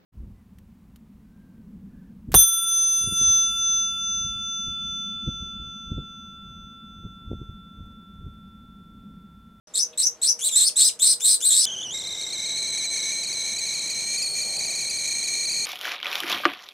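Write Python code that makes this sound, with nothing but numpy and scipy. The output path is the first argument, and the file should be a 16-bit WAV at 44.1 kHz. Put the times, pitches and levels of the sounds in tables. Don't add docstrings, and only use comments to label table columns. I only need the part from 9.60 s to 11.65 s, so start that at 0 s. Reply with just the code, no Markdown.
import sys
import numpy as np
from scipy import signal
from scipy.fft import rfft, irfft
from scipy.io import wavfile

SR = 44100
rng = np.random.default_rng(int(sys.argv[2]) if len(sys.argv) > 2 else 0)


def wav_record(signal):
    frames = np.transpose(np.atleast_2d(signal))
    bounded = np.clip(frames, -1, 1)
    quanta = np.round(bounded * 32767).astype(np.int16)
    wavfile.write(sys.argv[1], SR, quanta)


N = 90581
PREROLL = 8820
M = N + PREROLL
TIME_S = (np.arange(M) - PREROLL) / SR

# freq_hz, relative_db
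HOUSE_SPECTRUM = [(25, -69), (90, -37), (170, -8), (500, -7.5), (1100, -10.5), (2300, -18.5), (8000, -23.5),
                  (15000, -43)]
# freq_hz, side_to_mid_db
HOUSE_SIDE = [(100, -24), (300, -21), (600, -14), (5000, -5)]
# freq_hz, level_db
HUM_LINES = [(59, -74), (120, -76.5), (478, -60), (620, -63.5)]
# freq_hz, relative_db
SCUFF_SPECTRUM = [(1800, -30), (2600, -2), (3800, 0), (4600, -30)]
# freq_hz, gain_db
BEAK_RESPONSE = [(800, -27.5), (1600, -13), (2700, -9.5), (3400, -10), (4200, -12.5), (6000, 5), (6800, 0),
                 (7800, 2.5), (9000, 1), (10000, -1.5), (11000, -7.5), (12500, -19.5), (16000, -17.5)]

# time_s, pitch_hz, level_db
FIRST_CRIES = [
    [(-.04, 5440, -14), (.01, 5910, -30)],
    [(.137, 3566, -35), (.158, 4180, -20), (.18, 4200, -19), (.2, 5590, -23.5), (.226, 6035, -30.5),
     (.231, 6035, -22), (.258, 6320, -48.5)],
    [(.374, 3726, -22), (.397, 4410, -20), (.401, 3933, -12.5), (.409, 3970, -21.5), (.42, 4124, -19.5),
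     (.437, 5730, -23.5), (.455, 6060, -30.5), (.466, 6220, -20), (.487, 6350, -31.5), (.5, 5800, -58)],
    [(.615, 3694, -28.5), (.635, 4310, -15), (.65, 3970, -19.5), (.67, 4750, -19.5), (.685, 5664, -22.5),
     (.705, 6145, -22.5), (.733, 5537, -34.5)],
    [(.912, 3835, -24), (.93, 3582, -23.5), (.956, 3625, -18.5), (.961, 3913, -10.5), (.99, 4212, -14),
     (1.035, 4040, -15.5), (1.06, 5110, -31.5), (1.085, 5250, -19.5), (1.098, 4600, -67)],
    [(1.157, 3450, -31), (1.168, 3948, -18.5), (1.195, 4216, -12.5), (1.22, 4300, -12.5),
     (1.25, 4944, -19.5), (1.285, 5060, -21), (1.3, 4730, -32)],
    [(1.418, 3942, -14.5), (1.45, 4220, -18.5), (1.48, 4870, -16.5), (1.54, 4936, -26.5), (1.55, 4730, -45)],
    [(1.642, 3890, -20.5), (1.68, 4316, -15.5), (1.715, 5020, -21.5), (1.745, 4950, -26), (1.77, 4200, -47)],
    [(1.9, 3653, -20), (1.912, 3904, -13), (1.94, 4146, -16), (1.99, 4503, -16.5), (2.03, 5070, -19.5),
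     (2.06, 5000, -20)],
]
# hoarseness_before, break_s, hoarseness_after
FIRST_BREAKS = [(.7, -.04, .7), (.6, .15, .8), (.25, .415, .8), (.4, .655, .8), (.4, 1, .9), (.3, 1.2, .95),
                (.45, 1.445, .95), (.6, 1.66, .95), (.65, 1.94, .95)]
FIRST_GAPS_HZ = [570, 632, 614, 619, 804, 852, 739, 860, 779]
FIRST_HARMONICS_DB = [3, -4, -8, -8.5]

# onset_s, lead_in_s, end_s, held_pitch_hz, level_db, drop_exponent
SECOND_CRIES = [(0.812, .024, 0.902, 3850, -19, 1), (1.008, .02, 1.103, 4300, -19, 1),
                (1.205, .015, 1.304, 3950, -19, 1), (1.397, .007, 1.55, 4100, -18, .3),
                (1.614, .016, 1.772, 4100, -18, .3), (1.821, .017, 1.915, 4060, -16, .3),
                (2.03, .014, 2.12, 4000, -21, .3)]
# after_onset_s, pitch_ratio, gain_db
SECOND_CLIMB = [(.003, .84, -9), (.026, .92, -6), (.033, 1, -1)]
# before_end_s, pitch_ratio, gain_db
SECOND_DROP = [(.02, 1.04, 0), (.009, .74, -12), (0, .52, -22)]
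# after_onset_s, hoarseness
SECOND_HOARSENESS = [(-.002, 1.4), (.008, .4), (.024, .35), (.036, .65)]
SECOND_HARMONICS_DB = [4.5, -3.5, -3, -2.5]

JITTER_HZ, JITTER_RAD, SHIMMER_HZ, SHIMMER_DB = 330, .7, 250, 3.5
GAP_FROM_HZ, GAP_SLOPE, GAP_MIN_HZ = 3450, .55, 120
GAP_WANDER_HZ, GAP_WANDER_RATIO = 54.3, .171
SIDE_SIGNS = np.array([[1], [-1]])


def undb(db):
    return 10 ** (np.asarray(db) / 20)


def colour(x, points):
    hz, db = np.array(points, float).T
    bins_hz = np.maximum(np.arange(x.shape[-1] // 2 + 1) * SR / x.shape[-1], 1)
    return irfft(rfft(x) * undb(np.interp(np.log(bins_hz), np.log(hz), db)), x.shape[-1])


def wobble(cutoff_hz):
    x = signal.sosfilt(signal.butter(4, cutoff_hz, fs=SR, output="sos"), rng.standard_normal(M))
    return x / x.std()


def house(noise_db=-56, waver_hz=15):
    mid, side = colour(rng.standard_normal((2, M)), HOUSE_SPECTRUM)
    noise = (mid + colour(side, HOUSE_SIDE) * SIDE_SIGNS) * undb(noise_db) / mid.std()
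    hum = np.zeros(M)
    for hz, db in HUM_LINES:
        phase = 2 * np.pi * hz * TIME_S
        hum += undb(db) * (wobble(waver_hz) * np.sin(phase) + wobble(waver_hz) * np.cos(phase))
    return noise + hum


def scuff(start_s=.329, length_s=.016, level_db=-51):
    progress = (TIME_S - start_s) / length_s
    envelope = np.clip(5 * np.minimum(progress, 1 - progress), 0, 1)
    noise = colour(rng.standard_normal(M), SCUFF_SPECTRUM)
    return undb(level_db) * envelope * noise / noise.std()


def reflections(x, t60_s, level_db=-6, width=.83):
    t = np.arange(SR // 2) / SR
    mid, side = rng.standard_normal((2, len(t))) * undb(-60 * t / t60_s) * (t > .001)
    tail = (mid + width * side * SIDE_SIGNS) * undb(level_db) / np.sqrt(np.sum(mid ** 2))
    return signal.fftconvolve(x[None], tail, axes=1)[:, :M]


def cage_and_room(x, pan_db, cage_t60_s=.005, room_t60_s=.16):
    direct = x * undb(SIDE_SIGNS * pan_db / 2)
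    return direct + reflections(x, cage_t60_s) + reflections(x, room_t60_s)


def syrinx(cries, hoarseness, gaps_hz, harmonics_db, rasp_db, b_root_db, mixing_db=-16, fade_s=.002):
    wander = 1 + GAP_WANDER_RATIO * wobble(GAP_WANDER_HZ)
    jitter_a, jitter_b = (JITTER_RAD * wobble(JITTER_HZ) for _ in range(2))
    shimmer_a, shimmer_b = (SHIMMER_DB * wobble(SHIMMER_HZ) for _ in range(2))
    breath = undb(rasp_db) * rng.standard_normal(M)
    out = np.zeros(M)
    for cry, hoarse_points, max_gap_hz in zip(cries, hoarseness, gaps_hz):
        knots_s, hz, db = np.array(cry, float).T
        knots_s = np.sort(knots_s)
        on = slice(*np.searchsorted(TIME_S, knots_s[[0, -1]]))
        t = TIME_S[on]
        hoarse = np.interp(t, *np.transpose(hoarse_points))
        pitch_hz = np.interp(t, knots_s, hz)
        gap_hz = max_gap_hz
        if max_gap_hz > 0:
            gap_hz = np.clip(GAP_SLOPE * (pitch_hz - GAP_FROM_HZ), GAP_MIN_HZ, max_gap_hz)
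        phase_a = 2 * np.pi * np.cumsum(pitch_hz) / SR + hoarse * jitter_a[on]
        phase_b = 2 * np.pi * np.cumsum(pitch_hz - gap_hz * wander[on]) / SR + hoarse * jitter_b[on]
        depth = np.minimum(hoarse, 1)
        b_strength = 1.7 * depth ** 2
        amp_a = undb(depth * shimmer_a[on])
        amp_b = undb(depth * shimmer_b[on]) * b_strength
        tone = np.zeros(len(t))
        for k, gain_db in enumerate(harmonics_db, 1):
            side_a = amp_a * np.sin(k * phase_a)
            side_b = amp_b * np.sin(k * phase_b) * undb(b_root_db if k == 1 else 0)
            difference_tone = np.sin((k + 1) * phase_a - phase_b)
            sum_tone = np.sin((k - 1) * phase_a + phase_b) * (k > 1)
            mixing = undb(mixing_db) * amp_a * amp_b * (difference_tone + sum_tone)
            tone += undb(gain_db) * (side_a + side_b + mixing)
        tone *= 1 + 1.8 * np.maximum(hoarse - 1, 0) * np.cos(phase_a / 2)
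        fade = np.clip(np.minimum(t - knots_s[0], knots_s[-1] - t) / fade_s, 0, 1)
        envelope = fade * undb(np.interp(t, knots_s, db))
        out[on] += envelope * (tone / np.sqrt(1 + b_strength ** 2) + breath[on])
    return colour(out, BEAK_RESPONSE)


def second_chick(gap_hz=-390):
    cries, hoarseness = [], []
    for onset_s, lead_s, end_s, held_hz, level_db, exponent in SECOND_CRIES:
        lead_in = [(onset_s - lead_s, .66, -21), (onset_s, .77, -15)]
        climb = [(onset_s + s, ratio, db) for s, ratio, db in SECOND_CLIMB]
        drop = [(end_s - s, ratio ** exponent, db) for s, ratio, db in SECOND_DROP]
        cries.append([(s, held_hz * ratio, level_db + db) for s, ratio, db in lead_in + climb + drop])
        hoarseness.append([(onset_s + s, hoarse) for s, hoarse in SECOND_HOARSENESS])
    gaps_hz = [gap_hz] * len(cries)
    return syrinx(cries, hoarseness, gaps_hz, SECOND_HARMONICS_DB, rasp_db=-16.5, b_root_db=-10)


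def first_chick(half_break_s=.026):
    hoarseness = [[(s - half_break_s, before), (s + half_break_s, after)]
                  for before, s, after in FIRST_BREAKS]
    return syrinx(FIRST_CRIES, hoarseness, FIRST_GAPS_HZ, FIRST_HARMONICS_DB, rasp_db=-13.5, b_root_db=0)


def scene():
    first, second = first_chick(), second_chick()
    nest = cage_and_room(first + scuff(), pan_db=.3) + cage_and_room(second, pan_db=2)
    return (nest + house())[:, PREROLL:]


def record(dry, opens_s=.071, fade_s=.0029, cutoff_hz=15550):
    gate = np.clip((np.arange(N) / SR - opens_s) / fade_s, 0, 1)
    return signal.sosfilt(signal.ellip(10, .2, 80, cutoff_hz, fs=SR, output="sos"), dry * gate)


dry = scene()
out = record(dry)
wav_record(out)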